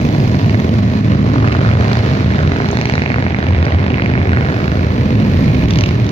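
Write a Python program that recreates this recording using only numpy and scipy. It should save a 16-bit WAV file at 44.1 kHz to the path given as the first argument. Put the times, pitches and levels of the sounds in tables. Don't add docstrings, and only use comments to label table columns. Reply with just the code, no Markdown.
import sys
import numpy as np
from scipy import signal
from scipy.fft import rfft, irfft, next_fast_len
from scipy.io import wavfile
from scipy.ndimage import uniform_filter1d, minimum_filter1d

SR = 44100
rng = np.random.default_rng(int(sys.argv[2]) if len(sys.argv) > 2 else 0)


def materialize(psi):
    bounded = np.clip(np.atleast_2d(psi).T, -1, 1)
    quanta = np.round(bounded * 32767).astype(np.int16)
    wavfile.write(sys.argv[1], SR, quanta)


N = 269451
TIME = np.arange(N) / SR
PADDED = 2 * next_fast_len(N // 2 + SR // 4)
FREQS = np.maximum(np.arange(PADDED // 2 + 1) * SR / PADDED, 1)

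# (time [s], four-stroke cycles [1/s])
FIRST_SPEED = [(0, 20.4), (.5, 20.1), (1, 21.1)]
SECOND_SPEED = [(1.2, 23.5), (1.7, 24.6), (2.3, 25.93)]
THIRD_SPEED = [(2.2, 22.87), (2.7, 23.89), (3.2, 24.48), (3.7, 25.26), (4.3, 25.86), (4.9, 26.14)]
LAST_SPEED = [(5.6, 19.44), (6.1, 19.89)]
ENGINES = {"first": (FIRST_SPEED, .5444, .411, -10), "second": (SECOND_SPEED, 1.6079, .579, -.5),
           "third": (THIRD_SPEED, 2.8543, .404, -5), "last": (LAST_SPEED, 5.8375, .44, -2)}
# (bike, start [s], end [s], thump [dB], bark [dB], crack [dB])
LOUD_BIKES = [("first", 0, 0.47, -18, -30, -37), ("second", 1.39, 2.13, -20.5, -29, -34.5),
              ("third", 2.48, 4.45, -21, -27.5, -31), ("last", 5.7, 6.1, -18.5, -42.5, -51)]
APPROACH_S, RECEDE_S = 0.29, 0.42
# (bike, start [s], end [s], bark boost [dB], crack boost [dB], rasp pitch [Hz])
BURSTS = [("first", 0.34, .55, 0, 3, 2100), ("second", 1.36, 1.6, 2, 3, 1250),
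          ("second", 1.66, 1.97, 3, 2, 1200), ("third", 2.6, 2.73, 4.5, 1.5, 1500),
          ("third", 2.78, 2.9, 4.5, 3.5, 2600), ("third", 2.94, 3.02, 3.5, 3, 2150),
          ("third", 3.1, 3.22, 3.5, 1, 2200), ("third", 3.9, 4.06, 0, 1.5, 2300),
          ("third", 4.15, 4.3, 0, 0.5, 2100), ("third", 4.37, 4.5, 0, 0, 1500),
          ("last", 5.705, 5.88, 5, 3, 2500)]
THROTTLE_OPEN_S, THROTTLE_CLOSE_S = 0.05, 0.099
RASP_WANDER_OCTAVES = 0.2
BRIGHT_RASP_HZ, BRIGHT_EDGE_HZ, BRIGHT_DB = 2800, 5900, 3
# (frequency [Hz], relative level [dB])
THUMP_COLOUR = [(8, -62), (22, -32), (32, -38), (45, -11), (58, -16.5), (72, 4), (95, 1.5), (130, 3.5),
                (165, -0.5), (215, -1.5), (280, -4.5), (350, -11.5), (500, -23.5), (900, -44), (3000, -87)]
OPEN_PIPE_COLOUR = [(100, -19), (280, -0.5), (420, 3), (560, -2), (700, 0.5), (900, -4), (1150, -6.5),
                    (1500, -18), (2200, -16), (4000, -38.5), (7000, -53.5), (9000, -79)]
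BARK_COLOUR = [(100, -32), (280, -7), (420, 4.5), (620, 3.5), (850, -8.5), (1100, -5), (1400, -18),
               (2200, -17), (4000, -37.5), (7000, -51), (9000, -67.5)]
CRACK_COLOUR = [(300, -4), (800, 7), (1500, 12.5), (2400, 3), (3000, 0), (4200, -7), (5200, -8.5),
                (6300, -20.5), (7300, -35.5), (8500, -44.5), (14000, -44), (17000, -61.5)]

# (time [s], peak level [dB], pitch [Hz], gas spit level [dB])
SNAPS = [(0.4959, -10.5, 2270, -26.5), (0.5454, -7.5, 1890, -33), (1.36, -7, 1230, -39),
         (1.444, -3.5, 1200, -41), (1.4855, -6.5, 1950, -24.5), (1.526, -9, 2040, -24),
         (1.5505, -4, 1390, -34), (1.5919, -11, 1440, -44), (1.69, -6.5, 1310, -25),
         (1.714, -10.5, 2240, -34), (1.7526, -7, 1470, -32), (1.852, -11.5, 1800, -28),
         (1.9312, -11, 1680, -16.5), (1.9714, -12, 1720, -23), (2.4507, -10, 1400, -29),
         (2.6019, -6, 1640, -35), (2.6453, -8, 1730, -32), (2.6878, -12, 1670, -20),
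         (2.7305, -14.5, 1370, -29), (2.7716, -4.5, 1870, -14.5), (2.8136, -2, 2170, -16),
         (2.856, -3.0, 2170, -14), (2.8983, -3.5, 1930, -19), (2.9383, -5.5, 2110, -21),
         (2.9542, -6, 1500, -21), (2.9798, -3.5, 1990, -30), (3.0201, -4, 2030, -24),
         (3.0614, -1.5, 2200, -37), (3.103, -5.5, 2080, -40), (3.1186, -7, 1890, -27),
         (3.1429, -1.5, 1950, -28), (3.1604, -8, 1360, -30), (3.1844, -8, 1780, -44),
         (3.2656, -7.5, 1900, -43), (3.3464, -1.5, 1990, -34), (3.6538, -14, 1390, -23),
         (3.666, -8, 1940, -33), (3.6824, -9, 1880, -39), (3.8284, -12, 1260, -39), (3.9429, -6, 2290, -36),
         (3.9827, -6, 1910, -38), (3.9978, -5, 1850, -36), (4.021, -6.5, 2300, -25),
         (4.0602, -3.5, 2070, -26), (4.138, -7.5, 2130, -32), (4.1537, -5, 1700, -40),
         (4.177, -8, 2080, -39), (4.2159, -8.5, 1900, -40), (4.255, -13, 1860, -41),
         (4.2932, -10.5, 2230, -39), (4.3718, -2.5, 1740, -36)]
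SNAP_WIDTH_S, SNAP_STEEPENING, SPIT_DECAY_S = .00065, .2, .0005
# (frequency [Hz], relative level [dB])
SPIT_COLOUR = [(1000, -20.5), (2800, -3), (3800, 5), (5000, 2), (6500, -7.5), (7600, -26.5), (8600, -32.5),
               (15000, -31.5), (17000, -39.5)]
# (time [s], ring level [dB], settled pitch [Hz], gas puff level [dB])
BACKFIRES = [(5.6845, -18, 2400, -23), (5.7066, -13.5, 2100, -15), (5.7352, -19, 2400, -19),
             (5.7574, -14, 2000, -17), (5.7866, -10, 1900, -14), (5.8083, -16, 1900, -16.5),
             (5.8372, -4, 2200, -15), (5.8595, -11.5, 2150, -19.5), (5.889, -13, 2000, -21),
             (6.065, -21, 3000, -28), (6.091, -25, 2800, -23)]
BACKFIRE_ATTACK_S, BACKFIRE_DECAY_S, PUFF_DECAY_S = .00015, .0023, .001
BACKFIRE_SAG, BACKFIRE_SAG_S = .5, .0014
# (frequency [Hz], relative level [dB])
PUFF_COLOUR = [(300, 0), (1000, 5.5), (1600, 3), (3500, 3.5), (5000, 2.5), (6400, 1.5), (7500, -25),
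               (8500, -29.5), (15000, -32), (17000, -42.5)]
# (time [s], level [dB])
TICKS = [(2.7135, -22)]
# (frequency [Hz], relative level [dB])
TICK_COLOUR = [(2000, -12), (5000, -11), (6300, 7), (7200, -11), (8500, -23), (15000, -23), (17000, -34)]

# (time abreast [s], speed when abreast [cycles/s], relative level [dB])
PACK = [(0.198, 26.5, -5.5), (0.6, 21.6, 2.5), (1.097, 27.4, -1), (1.4, 21.5, 2.5), (1.898, 27.6, 3.5),
        (2.398, 21.8, 1.5), (2.899, 29.5, 5.5), (3.502, 21.3, 5.5), (3.9, 28, 1), (4.3, 22.2, 2.5),
        (4.799, 26.7, 2), (5.2, 21, 1), (5.4, 27.9, -5), (5.7, 22.1, -9.5)]
# (time [s], thump [dB], bark [dB])
TRAFFIC = [(0, -10.5, -27), (1.0, -14.5, -29.5), (1.2, -9, -27), (1.6, -13, -26.5), (2, -15, -28),
           (2.3, -12.5, -27.5), (2.8, -16, -32.5), (3.3, -16, -33), (3.62, -18, -28.5), (4.05, -14, -29),
           (4.7, -14.5, -28.5), (5.5, -12.5, -28.5), (5.95, -16, -31.5)]
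# (start [s], end [s], centre [Hz], width [Hz], level [dB])
PIPE_RINGS = [(0.398, 1.075, 205.5, 78.7, -18.5), (1.146, 1.45, 1120, 300, -32.5),
              (1.453, 1.88, 1240, 600, -28.5), (1.49, 1.535, 2330, 700, -30.5),
              (1.744, 1.784, 410, 200, -25.5), (2.45, 2.95, 825, 201, -43), (3.601, 3.668, 420, 179, -24.5),
              (4.198, 4.447, 382, 202, -44), (3.55, 4.2, 1210, 805, -39), (4.3, 4.698, 1590, 800, -32.5),
              (4.99, 5.448, 211.6, 72.7, -19), (5.19, 5.217, 2030, 700, -30), (5.507, 5.63, 2360, 280, -31),
              (5.557, 5.74, 242, 100, -20.5)]
RING_FADE_S = 0.037
# (start [s], end [s], frequency [Hz], mean level of first note [dB],
# beat rate [1/s], time of one crest [s], second note relative to first [dB])
BOOMS = [(0.289, 0.575, 105, -19.5, 10.4, .36, 1), (0.732, 2.144, 109, -19, 3.25, 1.09, -8),
         (4.146, 4.498, 114, -28.5, 5, 4.19, 1.5), (4.96, 5.518, 110, -22, 5.9, 4.99, -0.5),
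         (5.724, 6.046, 108.4, -18, 3.8, 5.77, -2), (1.092, 1.836, 85, -24.5, 3.4, 2.1, -7.5),
         (2.282, 2.63, 85.5, -22, 2.4, 2.35, -3.5), (3.528, 3.825, 85, -16.5, 3.2, 3.54, -7.5),
         (4.085, 4.396, 80.5, -22, 7.1, 4.09, 4), (4.532, 4.957, 80.5, -18.5, 8.73, 4.8, -6.5),
         (5.296, 5.9, 82, -25, 6.3, 5.35, -1)]
BOOM_FADE_S = 0.09
# (middle [s], length [s], frequency at middle [Hz], glide [Hz/s], crest level [dB])
SWELLS = [(1.095, 1.1, 212.2, 1.5, -22.5), (1.348, 0.49, 258, 4, -26.5), (1.592, 0.16, 152.8, 1.5, -17),
          (1.743, 0.94, 222.7, 15, -21), (2.469, 0.36, 149.7, -0.5, -26), (2.904, 0.76, 242.2, 12, -30.5),
          (4.953, 0.56, 61.1, -1, -25), (5.303, 1.4, 253.8, -9.5, -33), (5.353, 0.56, 205.8, -4.5, -20),
          (5.562, 0.89, 165.4, 0.5, -19), (5.601, 1.1, 65.9, 0.5, -21.5), (5.603, 0.68, 43.8, -0.5, -27),
          (5.647, 1.1, 356.5, -6.5, -30.5), (0.155, 1.3, 460, 21, -39.5), (0.992, 1.1, 194, -10.5, -25.5),
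          (1.398, 0.61, 293, 15.5, -23.5), (2.647, 0.74, 403, 11, -30), (3.3, 0.47, 244, 10.5, -28),
          (3.899, 0.6, 313, 10, -32.5), (4.251, 1.45, 378, 4, -31.5), (5.103, 1.1, 502, 0, -33.5),
          (5.746, 1.1, 601, -2.5, -36)]

# (crest time [s], tyre hiss [dB], treble [dB], overdrive fizz [dB])
LOUD_MOMENTS = [(0.05, -38, -29, -52.5), (.55, -50.5, -31.5, -55.5), (1.25, -35.5, -32, -57.5),
                (2, -31.5, -28.5, -56), (2.75, -37, -31.5, -59), (3.651, -33, -42.5, -62),
                (4.678, -38, -33.5, -56.5), (5.479, -32.5, -31, -52.5), (6.15, -45.5, -38, -59)]
LOUD_MOMENT_S = 0.43
# tyre hiss [dB], treble [dB], overdrive fizz [dB]
FLOOR_DB = [-35.5, -39.5, -79.5]
# (frequency [Hz], relative level [dB])
HISS_COLOUR = [(200, -22.5), (600, 8), (1000, 6.5), (1400, 5.5), (1900, 8.5), (2400, 4.5), (3200, -2),
               (4200, -1), (5200, -7.5), (6200, -11), (7200, -18.5), (8300, -35.5), (10000, -57)]
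# (frequency [Hz], relative level [dB])
FIZZ_COLOUR = [(5000, -33.5), (8500, -10.5), (11000, -5), (13000, -2), (15000, -3), (17000, -8.5)]

# (frequency [Hz], left minus right [dB])
PORT_BALANCE = [(60, -0.5), (100, -0.5), (170, -1.5), (290, -2.0), (490, -1.5), (830, -1.5), (1410, -3.5),
                (2380, -6.0), (4040, -5.0), (6830, -2.5)]
# (frequency [Hz], level [dB])
SCATTER = [(60, -39), (250, -19.5), (600, 1), (1500, -3.5), (4000, 2.5), (12000, -11)]
SCATTER_DECAY_S = .11
NEAR_LAG_S, PACK_LAG_S = 0.00027, 0.000342
CUTOFF_HZ = 15900


def loud_bikes():
    thump = bark = crack = top = 0
    for bike, start_s, end_s, thump_db, bark_db, crack_db in LOUD_BIKES:
        speed, beat_s, split, second_db = ENGINES[bike]
        more_bark_db, more_crack_db, rasp_hz = throttle(bike)
        clicks = firings(in_time(speed)[0], beat_s, split, second_db, uneven_db=1.2, jitter_s=.00006)
        clicks = clicks * held(start_s, end_s, APPROACH_S, RECEDE_S)
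        thump = thump - clicks * from_db(thump_db)
        bark = bark + clicks * from_db(bark_db + more_bark_db)

        crack_clicks = clicks * between_snaps() * from_db(crack_db + more_crack_db)
        burst = puffs(crack_clicks, burst_s=0.0008, rough=0.25)
        wandering_hz = rasp_hz * 2 ** (RASP_WANDER_OCTAVES * drift(20))
        crack = crack + rasp(burst, wandering_hz, width_hz=470, peak_db=3.0, plain_db=-1.0)
        top = top + burst * from_db(BRIGHT_DB) * (rasp_hz / BRIGHT_RASP_HZ) ** 6
    crack = crack + filtered(top, 1 / (1 + (BRIGHT_EDGE_HZ / FREQS) ** 6))
    bark = puffs(bark, burst_s=0.0048, rough=0.1)
    return coloured(thump, THUMP_COLOUR) + coloured(bark, OPEN_PIPE_COLOUR) + coloured(crack, CRACK_COLOUR)


def throttle(bike):
    bursts = [row[1:] for row in BURSTS if row[0] == bike]
    opened = np.array([held(start, end, THROTTLE_OPEN_S, THROTTLE_CLOSE_S) for start, end, *_ in bursts])
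    opened = opened / np.maximum(opened.sum(axis=0), 1)
    start_s, end_s, bark_db, crack_db, rasp_hz = np.transpose(bursts)
    return bark_db @ opened, crack_db @ opened, np.interp(TIME, (start_s + end_s) / 2, rasp_hz)


def firings(cycles_per_s, beat_s, split, second_db, uneven_db, jitter_s):
    turns = np.cumsum(cycles_per_s) / SR
    turns = turns - np.interp(beat_s, TIME, turns)
    cycle, clicks = np.arange(-220, 220), np.zeros(N)
    for place, db in ((0, 0), (split, second_db)):
        late, strength = rng.standard_normal((2, len(cycle)))
        fire_s = np.interp(cycle + place, turns, TIME, left=-1, right=-1) + jitter_s * late
        at = (fire_s * SR).astype(int)
        heard = (at >= 0) & (at < N)
        clicks[at[heard]] = from_db(db + uneven_db * strength[heard])
    return rms_one(clicks)


def puffs(clicks, burst_s, rough):
    r = np.exp(-3 / (burst_s * SR))
    power = signal.lfilter([(1 - r) ** 2], [1, -2 * r, r * r], clicks ** 2 + 1e-18)
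    burst = np.sqrt(np.abs(power))
    rough = np.clip(rough, 0, 1)
    return -np.sqrt(1 - rough) * clicks + np.sqrt(rough) * burst * rng.standard_normal(N)


def rasp(x, centre_hz, width_hz, peak_db, plain_db):
    r, out, state = np.exp(-np.pi * width_hz / SR), np.zeros(N), np.zeros(2)
    zeros = (1 - r * r) / 2 * np.array([1, 0, -1])
    for i in range(0, N, 1024):
        block = slice(i, i + 1024)
        poles = [1, -2 * r * np.cos(2 * np.pi * centre_hz[i] / SR), r * r]
        out[block], state = signal.lfilter(zeros, poles, x[block], zi=state)
    return from_db(plain_db) * x + from_db(peak_db) * out


def between_snaps(reach_s=.004):
    plain = np.ones(N)
    for s, *_ in list(SNAPS) + list(BACKFIRES):
        plain[int((s - reach_s) * SR):int((s + reach_s) * SR)] = 0
    return plain


def snaps():
    out, half = np.zeros(N + SR), 128
    since = np.arange(-half, half) / SR
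    across = since / SNAP_WIDTH_S
    steepened = since * (1 + SNAP_STEEPENING * across / 2)
    for s, db, hz, _ in SNAPS:
        at = int(s * SR)
        out[at - half:at + half] += from_db(db) * np.exp(-across ** 2) * np.cos(2 * np.pi * hz * steepened)
    spits = [(s - SPIT_DECAY_S, spit_db) for s, _, _, spit_db in SNAPS]
    return out[:N] + gas_puffs(spits, SPIT_COLOUR, SPIT_DECAY_S)


def backfires():
    out, length = np.zeros(N + SR), 1024
    age = TIME[:length]
    shape = (1 - np.exp(-age / BACKFIRE_ATTACK_S)) * np.exp(-age / BACKFIRE_DECAY_S)
    sagging = np.cumsum(1 + BACKFIRE_SAG * np.exp(-age / BACKFIRE_SAG_S)) / SR
    for s, db, hz, _ in BACKFIRES:
        at = int(s * SR)
        out[at:at + length] -= from_db(db) * shape * np.sin(2 * np.pi * hz * sagging)
    rows = [(s, puff_db) for s, _, _, puff_db in BACKFIRES]
    return out[:N] + gas_puffs(rows, PUFF_COLOUR, PUFF_DECAY_S)


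def gas_puffs(rows, colour, decay_s):
    out, length = np.zeros(N + SR), 512
    gas = coloured(rng.standard_normal(N), colour)
    shape = swell_and_die(TIME[:length] / decay_s)
    for s, db in rows:
        at = int(s * SR)
        puff = shape * gas[at:at + length]
        out[at:at + length] += from_db(db) * rms_one(puff) * np.sqrt(np.mean(shape ** 2))
    return out[:N]


def pack_firings(pass_s=.6, doppler=.012, speeding_up=.022, beam_s=0.23):
    clicks = power = nearest = nearest_power = 0
    for abreast_s, cycles_per_s, db in PACK:
        since = TIME - abreast_s
        along = since / pass_s
        distance = np.hypot(1, along)
        speed = cycles_per_s * (1 - doppler * along / distance + speeding_up * since + .002 * drift(3))
        beat = firings(speed, rng.uniform(0, 1), 315 / 720, -4.0, uneven_db=1.22, jitter_s=0.0001)
        gain = from_db(db) / distance
        beam = 1 / (1 + (since / beam_s) ** 2)
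        clicks, power = clicks + gain * beat, power + gain ** 2
        nearest, nearest_power = nearest + beam * beat, nearest_power + beam ** 2
    return clicks / np.sqrt(power), nearest / np.sqrt(nearest_power)


def pack(clicks, nearest, hiss_gain, treble_gain):
    thump_db, bark_db = in_time(TRAFFIC)
    thump = from_db(thump_db) * coloured(-clicks, THUMP_COLOUR)
    bark = from_db(bark_db + 4.5) * coloured(puffs(clicks, burst_s=0.0085, rough=0.25), BARK_COLOUR)
    clatter = puffs(nearest, burst_s=0.0017, rough=0.75)
    tyres = from_db(1.0) * rng.standard_normal((2, N))
    hiss = coloured(clatter + tyres, HISS_COLOUR)
    treble = filtered(hiss, 1 / (1 + (3600 / FREQS) ** 4))
    return thump + bark + hiss_gain * (hiss - treble) + treble_gain * treble


def pipe_rings(clicks):
    gas, out = puffs(clicks, burst_s=0.0014, rough=0.72), 0
    for start_s, end_s, hz, width_hz, db in PIPE_RINGS:
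        band = signal.butter(2, [hz - width_hz / 2, hz + width_hz / 2], "band", fs=SR, output="sos")
        ring = rms_one(signal.sosfilt(band, gas))
        out = out + from_db(db) * held(start_s, end_s, RING_FADE_S, RING_FADE_S) * ring
    return out


def booms(waver_rad=0.97, flutter_db=3.5, wander_hz=2.204):
    out = 0
    for start_s, end_s, hz, db, beats_per_s, crest_s, second_db in BOOMS:
        turns = np.cumsum(hz + wander_hz * drift(6)) / SR + rng.random()
        phase = 2 * np.pi * turns + waver_rad * drift(25)
        second_phase = phase + 2 * np.pi * beats_per_s * (TIME - crest_s)
        pair = np.sin(phase) + from_db(second_db) * np.sin(second_phase)
        gain = np.sqrt(2) * from_db(db + flutter_db * drift(25))
        out = out + gain * held(start_s, end_s, BOOM_FADE_S, BOOM_FADE_S) * pair
    return out


def swells():
    out = 0
    for middle_s, length_s, hz, glide_hz_per_s, db in SWELLS:
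        since = TIME - middle_s
        shape = np.cos(np.pi * np.clip(since / length_s, -.5, .5))
        turns = np.cumsum(hz + glide_hz_per_s * since + drift(8)) / SR + rng.random()
        out = out + np.sqrt(2) * from_db(db) * shape * np.sin(2 * np.pi * turns)
    return out


def loud_moment_gains():
    power = from_db(FLOOR_DB)[:, None] ** 2
    for crest_s, *levels_db in LOUD_MOMENTS:
        swell = 1 / (1 + ((TIME - crest_s) / LOUD_MOMENT_S) ** 2)
        power = power + (from_db(levels_db)[:, None] * swell) ** 2
    return np.sqrt(power)


def fizz(clicks):
    channels = np.array([puffs(clicks, burst_s=0.0072, rough=0.88) for _ in range(2)])
    return coloured(channels, FIZZ_COLOUR)


def roadside(x, scatter_db, lag_s):
    length = SR // 4
    echoes = rng.standard_normal((2, length)) * np.exp(-TIME[:length] / SCATTER_DECAY_S)
    echoes = rfft(echoes / np.sqrt(np.sum(echoes ** 2, axis=1, keepdims=True)), PADDED)
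    direct = np.exp(-2j * np.pi * FREQS * np.array([[0], [lag_s]]))
    share = gain_at_hz(SCATTER) * from_db(scatter_db)
    balance = gain_at_hz(PORT_BALANCE) ** np.array([[.5], [-.5]])
    return filtered(x, balance * (direct + share * echoes) / np.hypot(1, share))


def limiter(x, ceiling_db=-3.5, release_db_per_s=150):
    mean_peak = np.abs(x.mean(axis=0)) / from_db(ceiling_db)
    port_peak = np.abs(x).max(axis=0) / .97
    over_db = 20 * np.log10(np.maximum(np.maximum(mean_peak, port_peak), 1))
    release_db = release_db_per_s * TIME
    duck_db = np.maximum.accumulate(over_db + release_db) - release_db
    return x * from_db(uniform_filter1d(minimum_filter1d(-duck_db, size=180), size=180))


def held(start_s, end_s, attack_s, release_s):
    before = np.minimum(TIME - start_s, 0) / attack_s
    after = np.maximum(TIME - end_s, 0) / release_s
    return np.exp(-before ** 2 - after ** 2)


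def swell_and_die(age):
    return age * np.exp(1 - age)


def drift(per_s):
    return np.interp(TIME * per_s, np.arange(1000), rng.standard_normal(1000))


def coloured(x, colour):
    cepstrum = irfft(np.log(gain_at_hz(colour)))
    cepstrum[1:PADDED // 2] *= 2
    cepstrum[PADDED // 2 + 1:] = 0
    response = np.exp(rfft(cepstrum))
    return filtered(x, response / np.sqrt(np.mean(np.abs(response) ** 2)))


def filtered(x, response):
    return irfft(rfft(x, PADDED) * response)[..., :N]


def gain_at_hz(points):
    hz, db = np.transpose(points)
    return from_db(np.interp(np.log(FREQS), np.log(hz), db))


def in_time(rows):
    s, *columns = np.transpose(rows)
    return [np.interp(TIME, s, c) for c in columns]


def rms_one(x):
    return x / np.sqrt(np.mean(x ** 2) + 1e-20)


def from_db(db):
    return 10 ** (np.asarray(db) / 20)


def scene():
    clicks, nearest = pack_firings()
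    hiss_gain, treble_gain, fizz_gain = loud_moment_gains()
    cracks = snaps() + backfires() + gas_puffs(TICKS, TICK_COLOUR, SPIT_DECAY_S)
    close = loud_bikes() + pipe_rings(nearest) + cracks + swells() + booms()
    near = roadside(close, scatter_db=-9.0, lag_s=NEAR_LAG_S)
    far = roadside(pack(clicks, nearest, hiss_gain, treble_gain), scatter_db=-5.5, lag_s=PACK_LAG_S)
    return near + far + fizz_gain * fizz(clicks)


def record(dry):
    low_pass = signal.ellip(10, .1, 80, CUTOFF_HZ, fs=SR, output="sos")
    return signal.sosfilt(low_pass, limiter(dry))


dry = scene()
out = record(dry)
materialize(out)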